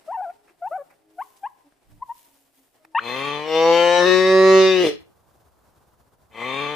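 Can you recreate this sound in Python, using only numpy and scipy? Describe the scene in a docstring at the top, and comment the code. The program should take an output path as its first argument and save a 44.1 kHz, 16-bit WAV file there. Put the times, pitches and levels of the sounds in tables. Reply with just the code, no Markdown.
"""A pool, then a wood, in stereo. By the pool sea lions trade short, squeaky barks (sliding sine tones),
ripples lap and splash (shaped noise), and soft hoots (two sines) carry from far off. In the wood a large
animal, probably a stag, bellows (pulses through throat resonances): the call starts strained, opens, swells and
breaks off. After a pause with only the low hush of the open air (filtered noise), the same bellow begins once
more from its start."""
import sys
import numpy as np
from scipy import signal
from scipy.fft import rfft, irfft, next_fast_len
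from scipy.io import wavfile
from scipy.ndimage import uniform_filter1d

SR = 44100
rng = np.random.default_rng(int(sys.argv[2]) if len(sys.argv) > 2 else 0)


def wrap_up_sound(samples):
    """Save the sound to the file named by the first command line argument, as 16-bit audio."""
    columns = np.atleast_2d(samples).T
    # keep every value between -1 and 1, then stretch to whole-number steps
    tamed = np.clip(columns, -1, 1)
    steps = np.round(tamed * 32767).astype(np.int16)
    wavfile.write(sys.argv[1], SR, steps)


N = 297675
TIME = np.arange(N) / SR


def amp(db):
    """Decibels to gain."""
    return 10 ** (np.asarray(db) / 20)


def unit(x):
    """Scales to rms 1."""
    return x / np.sqrt(np.mean(x ** 2) + 1e-20)


def follow(rows, t):
    """The columns of a curve at times t."""
    s, *columns = np.transpose(rows)
    return [np.interp(t, s, column) for column in columns]


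def shape(points, hz):
    """A spectrum read on a log-frequency axis."""
    f, value = np.transpose(points)
    return np.interp(np.log(hz + 1), np.log(f + 1), value)


def colour(x, points):
    """Filters x by a spectrum in dB."""
    size = x.shape[-1]
    gain = amp(shape(points, np.fft.rfftfreq(size, 1 / SR)))
    return irfft(rfft(x) * gain, size)


def wander(size, hz):
    """Random drift of rms 1, mostly slower than hz."""
    lowpass = 1 / (1 + (np.fft.rfftfreq(size, 1 / SR) / hz) ** 4)
    return unit(irfft(rfft(rng.standard_normal(size)) * lowpass, size))


def pan(x, left_db):
    """Places a sound between left and right by its level difference, left minus right."""
    left = amp(left_db)
    return np.array([x * left, x]) * 2 / (1 + left)


def pair(size, likeness):
    """Two channels of partly shared white noise."""
    shared = np.clip(likeness, 0, 1)
    common = np.sqrt(shared) * rng.standard_normal(size)
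    return common + np.sqrt(1 - shared) * rng.standard_normal((2, size))


def add(mix, s, sound):
    """Mixes a sound in at time s, cut at the end of the mix."""
    part = mix[..., max(round(s * SR), 0):][..., :sound.shape[-1]]
    part += sound[..., :part.shape[-1]]


def echoes(x, t60):
    """Scattered reflections, different in each channel, each band dying at its own speed."""
    sparse = rng.random((2, SR)) < 3000 / SR  # about 3000 reflections a second
    taps = rng.standard_normal((2, SR)) * sparse * (TIME[:SR] > .003)
    hz, t, z = signal.stft(taps, SR, nperseg=256)
    decay = amp(-60 * t / shape(t60, hz)[:, None])
    tail = signal.istft(z * decay, SR, nperseg=256)[1]
    tail = tail / np.linalg.norm(tail, axis=1, keepdims=True)
    return signal.fftconvolve(x, tail, axes=1)[:, :N]


# the pool gives way to the wood at this moment
WOOD_FROM_S = 2.95


def in_wood(fade_s=.05):
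    """0 beside the pool, 1 in the wood, with a short crossfade."""
    return np.clip((TIME - WOOD_FROM_S) / fade_s + .5, 0, 1)


# colour of the hush in each place, and of the low rumble: [f/Hz, relative level/dB]
POOL_AIR = [(59, -46), (100, -21.5), (209, -16.5), (281, -6.5), (486, -11.5), (710, -9), (1310, -18),
            (1870, -18.5), (3920, -25), (5490, -25), (6500, -29.5), (8550, -24.5), (15400, -34.5)]
WOOD_AIR = [(35, -33.5), (60, -3), (231, -15), (827, -13), (908, -15), (973, -14), (1620, -23),
            (1780, -26.5), (2350, -31.5), (3920, -32), (8430, -33.5), (9470, -32.5), (15400, -34)]
RUMBLE = [(15, -6.5), (40, -2), (80, -11.5), (120, -2), (200, -14.5), (600, -49), (2000, -78)]
# swells of low rumble, and one short thump at 2.96 s: [peak t/s, half-length/s, level/dB]
RUMBLE_SWELLS = [(1.95, .07, -53.5), (2.11, 0.084, -76), (2.96, .012, -58), (4.2, .42, -59), (6.6, .3, -67)]
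# by the pool the hush starts louder and settles
POOL_HUSH_DB, SETTLE_DB, SETTLE_S, WOOD_HUSH_DB = -67.5, 7, 0.58, -61.5
POOL_RUMBLE_DB, WOOD_RUMBLE_DB = -79.5, -76.5  # steady rumble between the swells


def open_air(flutter_db=2.1, drift_db=1):
    """Filtered noise: a soft hush, first of the pool and then of the wood, over a low rumble that swells."""
    wood = in_wood()
    pool_db = POOL_HUSH_DB + SETTLE_DB * np.exp(-TIME / SETTLE_S)
    pool_hush = unit(colour(pair(N, 0.37), POOL_AIR)) * amp(pool_db)
    wood_db = WOOD_HUSH_DB + drift_db * wander(N, 0.72)
    wood_hush = unit(colour(pair(N, 0.45), WOOD_AIR)) * amp(wood_db)
    hush = ((1 - wood) * pool_hush + wood * wood_hush) * amp(flutter_db * wander(N, 20))
    swells = sum(amp(db) * np.exp(-((TIME - s) / half) ** 2) for s, half, db in RUMBLE_SWELLS)
    rumble_gain = (1 - wood) * amp(POOL_RUMBLE_DB) + wood * amp(WOOD_RUMBLE_DB) + swells
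    return hush + rumble_gain * unit(colour(pair(N, 0.2), RUMBLE))


# ripples lapping at the rock: [peak t/s, fizz level/dB]; each builds quickly and drains slowly
LAPS = [(.16, -65.5), (.5, -78), (.69, -61), (1.23, -57.5), (1.39, -63.5), (1.91, -68), (2.089, -62),
        (2.181, -54.5), (2.339, -60), (2.57, -61.5)]
LAP_RISE_DB_PER_S, LAP_FALL_DB_PER_S, STILL_WATER_DB = 150, 56, -92
# colour of the fizz: [f/Hz, relative level/dB]
FIZZ_COLOUR = [(200, -15.5), (700, -8.5), (1500, -3.5), (3000, 1.5), (5000, -1), (8500, 2), (13000, 3.5),
               (15500, 2)]


def ripples(flicker_db=2):
    """Noise fizz of lapping water, heard only beside the pool; the strongest lap sets its level."""
    laps = []
    for s, db in LAPS:
        rise = LAP_RISE_DB_PER_S * (s - TIME)
        fall = LAP_FALL_DB_PER_S * (TIME - s)
        laps.append(db - np.maximum(rise, fall))
    fizz_db = np.maximum(np.max(laps, axis=0), STILL_WATER_DB)
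    fizz = unit(colour(pair(N, 0.27) * amp(flicker_db * wander(N, 300)), FIZZ_COLOUR))
    return pan(np.ones(N), 0.74) * fizz * amp(fizz_db) * (1 - in_wood())


# the sea lions' barks, before the mouth colours them; those that touch run together into one warble:
# [t/s, length/s, first f/Hz, last f/Hz, lateness of the slide (1 = even), level/dB,
#  base level of the first overtone against the fundamental/dB]
BARKS = [(.074, 0.072, 630, 1076, 1.27, -30.5, -21), (.136, 0.039, 909, 894, 2.1, -28.5, -18),
         (0.166, 0.06, 756, 701, 1.8, -29, -20.5), (0.211, 0.054, 840, 752, 1.8, -30.5, -22),
         (0.249, .07, 672, 709, 1.2, -32.5, -22.5), (0.616, .075, 687, 961, 1.6, -28.5, -20.5),
         (0.707, 0.075, 562, 796, 0.51, -28.5, -18), (0.768, 0.065, 590, 554, 0.8, -34.5, -14.5),
         (1.179, .056, 707, 1185, 1.35, -30, -15), (1.429, 0.053, 787, 1130, 1.6, -29, -15.5),
         (2.017, 0.026, 920, 1038, 0.5, -28, -24), (2.087, 0.045, 920, 980, 1.44, -31, -24),
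         (2.947, .059, 900, 2200, 2.3, -20.5, -6)]
# a bark of the usual level opens and shuts in these times; a harder one opens faster
BARK_ATTACK_S, BARK_RELEASE_S, USUAL_BARK_DB = 0.01, .017, -27.5
# soft edge of the tone around each bark's start: level/dB, time scale/s
SOFT_EDGE_DB, SOFT_EDGE_S = -49.5, .008


def syllables(t):
    """Pitch, loudness, overtone level and opening: each bark swells, holds, fades and slides in pitch."""
    total, hz, gain, overtone_db = np.zeros((4, len(t)))
    for start, length, first_hz, last_hz, lateness, db, edge_db in BARKS:
        age = t - start
        attack_s = BARK_ATTACK_S * amp(USUAL_BARK_DB - db)
        ramp = np.minimum(age / attack_s, (length - age) / BARK_RELEASE_S)
        swell = np.sin(np.pi / 2 * np.clip(ramp, 0, 1)) ** 2
        opening = swell + amp(SOFT_EDGE_DB - db) * np.exp(-abs(age) / SOFT_EDGE_S)
        slide = np.sin(np.pi / 2 * np.clip(age / length, 0, 1) ** lateness) ** 2
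        total += opening
        hz += opening * first_hz * (last_hz / first_hz) ** slide
        gain += opening * amp(db)
        overtone_db += opening * edge_db
    total += 1e-9
    # where barks overlap, the more open one dominates pitch and overtones
    return hz / total, gain, overtone_db / total, np.minimum(total, 1)


# the sea lion's mouth: [f/Hz, level/dB]
MUZZLE = [(200, -4), (500, 1.5), (1450, 5.5), (2000, -4), (2550, 3.5), (3100, 0), (3650, -11.5),
          (4200, -26), (12000, -45)]


def bark(jitter=0.016, shimmer=0.04, step_db=-5, steepen=0.46, air_db=-44, flicker_db=3, push=0.8):
    """High, nearly pure yelps that slide in pitch; their weak overtones flicker and grow when pushed."""
    size = next_fast_len(int(np.ceil(BARKS[-1][0] + .5) * SR))
    hz, gain, overtone_db, opening = syllables(TIME[:size])
    phase = 2 * np.pi * np.cumsum(hz * (1 + jitter * wander(size, 250))) / SR
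    edge_db = overtone_db + push * 20 * np.log10(opening)
    tone = np.sin(phase)
    for k in range(3):
        level_db = edge_db * (1 + steepen * k) + step_db * k + flicker_db * wander(size, 43)
        tone = tone + amp(level_db) * np.sin((k + 2) * phase)
    voice = tone * (1 + shimmer * wander(size, 170)) + amp(air_db) * rng.standard_normal(size)
    return colour(voice * gain, MUZZLE)


# echo times by the pool: [f/Hz, t60/s]
POOL_T60 = [(300, .6), (800, 0.49), (2000, 0.69), (8000, 0.17)]


def sea_lions(left_db=3.5, wet_db=-22, slap_db=-24, slap_s=0.012):
    """The barks, left of centre, with one reflection off the rock and the faint ring of the enclosure."""
    yelps, dry = bark(), np.zeros(N)
    add(dry, 0, yelps)
    add(dry, slap_s, amp(slap_db) * yelps)
    placed = pan(dry, left_db)
    return placed + amp(wet_db) * echoes(placed, POOL_T60)


# faint far-off hoots: [t/s, length/s, f/Hz, level/dB]
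HOOTS = [(.35, 0.77, 163, -73.5), (0.211, .39, 414, -66.5), (0.49, 0.036, 352, -54.5),
         (0.702, 0.043, 341, -54.5), (0.837, 0.66, 420, -67), (0.973, .3, 316.6, -57.5),
         (1.632, 0.072, 286, -54.5), (1.867, 0.15, 298.6, -59), (2.154, .43, 275, -67),
         (2.549, .11, 267, -61), (2.776, 0.093, 623, -62), (2.8, 0.18, 319.4, -60)]


def hoots(overtone_db=-13, waver=0.0043, wet_db=-15.5):
    """Soft low calls from far off: a wavering sine and its octave, swelling and fading."""
    out = np.zeros(N)
    for s, length, hz, db in HOOTS:
        size = round(length * SR)
        phase = 2 * np.pi * np.cumsum(hz * (1 + waver * wander(size, 30))) / SR
        tone = np.sin(phase) + amp(overtone_db) * np.sin(2 * phase)
        add(out, s, amp(db) * np.hanning(size) * tone)
    placed = pan(out, 0.67)
    return placed + amp(wet_db) * echoes(placed, POOL_T60)


# small splashes: [t/s, time scale/s, approximate peak level/dB, frequency scale of the spray f/Hz]
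SPLASHES = [(0.293, 0.026, -56, 1660), (0.47, 0.05, -58.5, 1700), (0.891, 0.05, -57, 1640),
            (0.94, 0.0042, -65, 2510), (1.359, 0.033, -61, 7200), (1.723, 0.0034, -56.5, 1000),
            (2.845, 0.012, -49, 1660)]


def splashes(grain_db=3):
    """Short bursts of grainy noise that swell fast and die away."""
    out = np.zeros((2, N))
    for s, length, db, hz in SPLASHES:
        t = TIME[:round(3 * length * SR)] / length
        spray = pair(len(t), 0.55) * amp(grain_db * wander(len(t), 400))
        spectrum = [(hz / 12, -10), (hz / 4, 0), (hz * 1.6, 0), (hz * 0.69, -14), (hz * 8, -22)]
        burst = (t / 0.36) ** 2 * np.exp(2 - 2 * t / 0.38)
        add(out, s, amp(db) * unit(colour(spray, spectrum)) * burst)
    return out


def fold_pulses(turns, smear=0.97, count=90):
    """The folds close unevenly along their length, which blurs the upper partials of each pulse."""
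    k = np.arange(1, count)
    lag = smear * np.minimum(k / 10, 1) * rng.standard_normal(len(k))
    return unit(sum(np.cos(2 * np.pi * n * turns - late) for n, late in zip(k, lag)))


def throat(x, resonances, stretch, ripple_db=4.0, size=1024):
    """Rings x through steep-sided resonances that slide with stretch; pulses get a sharp front and a tail."""
    frames = dict(fs=SR, nperseg=size, noverlap=size * 3 // 4, nfft=size * 2)
    hz, t, z = signal.stft(x, **frames)
    upper = np.minimum(hz[:, None] / 2000, 1)  # the lowest resonances hardly move
    hz = hz[:, None] / (1 + (np.interp(t, TIME[:len(x)], stretch) - 1) * upper)
    power = sum(amp(db) ** 2 / (1 + 2 * ((hz - f) / width) ** 2) ** 2 for f, width, db in resonances)
    # soft throat walls never hold still: single partials swell and fade
    smoothing = np.outer(np.hanning(16), np.hanning(60))
    ripple = unit(signal.fftconvolve(rng.standard_normal(z.shape), smoothing, "same"))
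    log_gain = np.log(np.sqrt(power / power.mean(0)) * amp(ripple_db * upper * ripple))
    # minimum phase: the ringing follows each pulse
    mirrored = np.vstack([log_gain, log_gain[-2:0:-1]])
    causal = np.exp(signal.hilbert(mirrored, axis=0).conj())[:len(hz)]
    return signal.istft(z * causal, **frames)[1][:len(x)]


def steadied(x):
    """Takes out slow changes of level."""
    power = uniform_filter1d(uniform_filter1d(x ** 2, size=900), size=900)
    return x / np.sqrt(abs(power) + 1e-12)


# each bellow: [t/s, length/s]; the second repeats the course of the first
BELLOWS = [(2.95, 2.03), (6.2937, .5)]
# the pitch climbs, jumps at each change of register and collapses at the end: [t/s, f/Hz]
PITCH = [(3.0, 109.7), (3.17, 132.6), (3.28, 144.1), (3.41, 149.8), (3.49, 158.3), (3.8, 171.6),
         (4.03, 177.3), (4.06, 182.8), (4.3, 188.2), (4.54, 190), (4.71, 188.1), (4.83, 178.6),
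         (4.865, 149.5), (4.94, 142.8)]
# the force, before the final trims:
# [t/s, lower partials level/dB, upper partials level/dB, left minus right of the lower partials/dB]
FORCE = [(3.08, -31.5, -32.5, 6), (3.284, -28, -30.5, 5.5), (3.448, -31.5, -38.5, 6),
         (3.558, -17, -28, 1.5), (3.698, -12.5, -27.5, 2.5), (3.758, -14.5, -24.5, 5.5),
         (4.136, -15.5, -21.5, 8), (4.236, -15.5, -24.5, 0), (4.35, -11, -24, -3.5),
         (4.57, -9.5, -23.5, -1.5), (4.67, -13, -23, -4.5), (4.78, -17, -26.5, 7), (4.87, -16, -27.5, -0.5)]
# the throat: [t/s, posture (0 strained, 1 open, 2 full, 3 closing),
#  shift of the upper resonances as the neck stretches/factor]
POSTURE = [(3.1, 0.5, 1.01), (3.25, 0.29, 1.044), (3.43, 0.56, 0.98), (3.49, 0.88, 0.9), (3.97, 1, 0.98),
           (4.06, 2.5, 0.96), (4.5, 2.5, 1.004), (4.72, 2.8, 0.956), (4.86, 3, 1.07)]
# throat resonances in each posture: [f/Hz, width/Hz, level/dB]
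STRAINED = [(140, 12, -1.5), (254, 72, -3), (451.3, 43, 4), (549.3, 130, -29.5), (867, 71, -5.5),
            (1098, 66, 2.5), (1760, 240.6, -14), (2020, 90, -8.5), (2304, 89, -7), (2545, 97, -5),
            (3113, 150, -11.5), (3490, 90, -8), (4113, 90, -17), (4785, 180, -28.5), (6320, 280, -36),
            (7070, 49, -32), (8800, 540, -47), (13900, 2800, -53.5)]
OPEN = [(320, 59, -10), (503, 40.3, 5), (683, 220, -13), (874, 180, -10.5), (1028, 17, -15),
        (1161.5, 39, -13), (1430, 160, -24), (1815, 35, -11.5), (2280, 300, -22.5), (3027, 297, -25),
        (3913, 120, -24.5), (4570, 540, -34.5), (5950, 560, -35), (7530, 1100, -48), (14300, 2800, -63.5)]
FULL = [(190, 44, -17), (368, 110, -3), (574.6, 35, 8.5), (980, 330, -15.5), (1139, 89, -5.5),
        (1740, 40, -21), (1855, 170, -12.5), (2230, 180, -23), (2724, 75, -19.5), (3910, 170, -24),
        (3878, 140, -20), (4282, 110, -26), (5600, 900, -34), (6960, 110, -36), (8620, 400, -45.5),
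        (12800, 1100, -64)]
CLOSING = [(358, 62, -6.5), (412, 79, 12), (701.4, 300, -16.5), (1200, 110, -18), (1840, 440, -20.5),
           (2837, 480, -20.5), (3810, 140, -17.5), (4900, 1100, -29.5), (12370, 5900, -59)]
# air torn by the vocal folds, relative to their pulses: [f/Hz, level/dB]
RASP = [(60, -4.5), (450, -9.5), (900, 4), (2500, 8), (6000, 7), (9000, 20.5), (15000, 18)]
# the voice is clear except where it starts, changes register and breaks off:
# [t/s, rasp level/dB, how long it lingers/s]
CRACKS = [(2.97, -3, .25), (3.48, -18.5, 0.015), (4.05, -17, 0.036), (4.892, 1.5, 0.038)]
CLEAR_RASP_DB = -26.5
BELLOW_ATTACK_S, BELLOW_RELEASE_DB_PER_S = 0.13, 304


def bellow(length, jitter=.04, shimmer=0.53, puff_decay=0.54, bright_db=-0.5, bright_left_db=4):
    """Vocal-fold pulses and puffs of air pass a throat that changes posture; rasp shakes the pulses."""
    age = TIME[:round(length * SR)]
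    t = BELLOWS[0][0] + age
    hz, = follow(PITCH, t)
    chest_db, upper_db, left_db = follow(FORCE, t)
    posture, stretch = follow(POSTURE, t)
    cracks = sum(amp(db) * np.exp(-abs(t - s) / linger) for s, db, linger in CRACKS)
    rasp = amp(CLEAR_RASP_DB) + cracks

    turns = np.cumsum(hz * (1 + jitter * rasp * wander(len(t), 90))) / SR
    folds = fold_pulses(turns) * (1 + shimmer * rasp * wander(len(t), 130))
    puffs = unit((1.6 + np.exp(-(turns % 1) / puff_decay)) * rng.standard_normal(len(t)))
    drive = folds + rasp * colour(puffs, RASP)

    voice = np.zeros(len(t))
    for k, resonances in enumerate((STRAINED, OPEN, FULL, CLOSING)):
        share = np.maximum(1 - abs(np.clip(posture, 0, 3) - k), 0)
        if share.any():
            voice += share * throat(drive, resonances, stretch)

    # lower and upper partials each follow their own level curve
    chest = signal.sosfiltfilt(signal.butter(5, 1450, fs=SR, output="sos"), voice)
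    lower = pan(amp(chest_db) * steadied(chest), left_db)
    upper = pan(amp(upper_db + bright_db) * steadied(voice - chest), bright_left_db)
    attack = np.minimum(age / BELLOW_ATTACK_S, 1) ** 2
    release = amp(-BELLOW_RELEASE_DB_PER_S * np.maximum(t - FORCE[-1][0], 0))
    return (lower + upper) * attack * release


# added lean, left in the deepest partial and right in the hiss: [f/Hz, left minus right level/dB]
LEAN = [(185, 3.5), (330, 1), (2200, -1), (4000, 0.5), (9000, -0.5)]
# echo times in the wood: [f/Hz, t60/s]
WOOD_T60 = [(150, 0.45), (450, 0.3), (1500, 0.3), (4000, 0.27), (12000, 0.08)]
# scatter off the trees before its trim, and reflections from the sides: [f/Hz, level/dB]
SCATTER = [(200, -24), (600, -21), (1500, -11), (4000, -6), (10000, -2)]
WIDTH = [(150, -17.5), (370, -17.5), (560, -27), (2000, -29.5), (4500, -23.5), (9000, -8.5)]


def stag(level_db=-0.87, wet_db=1.0):
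    """The bellows among trees, which scatter the upper partials most."""
    dry = np.zeros((2, N))
    for s, length in BELLOWS:
        add(dry, s, bellow(length))
    left = colour(dry[0], [(hz, db / 2) for hz, db in LEAN])
    right = colour(dry[1], [(hz, -db / 2) for hz, db in LEAN])
    dry = np.array([left, right])
    wet = echoes(dry, WOOD_T60)
    # reflections arriving from the sides reach the two channels in opposite phase
    sideways = wet - wet[::-1]
    return amp(level_db) * (dry + amp(wet_db) * colour(wet, SCATTER) + colour(sideways, WIDTH))


def scene():
    """All sources together."""
    return open_air() + ripples() + sea_lions() + hoots() + splashes() + stag()


EDGE_HZ = 15500


def record(dry):
    """The recorder's band limit: a steep low-pass at the edge."""
    lowpass = signal.firwin(511, EDGE_HZ, window=("kaiser", 9), fs=SR)
    return signal.oaconvolve(dry, lowpass[None], "same")


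dry = scene()
out = record(dry)
wrap_up_sound(out)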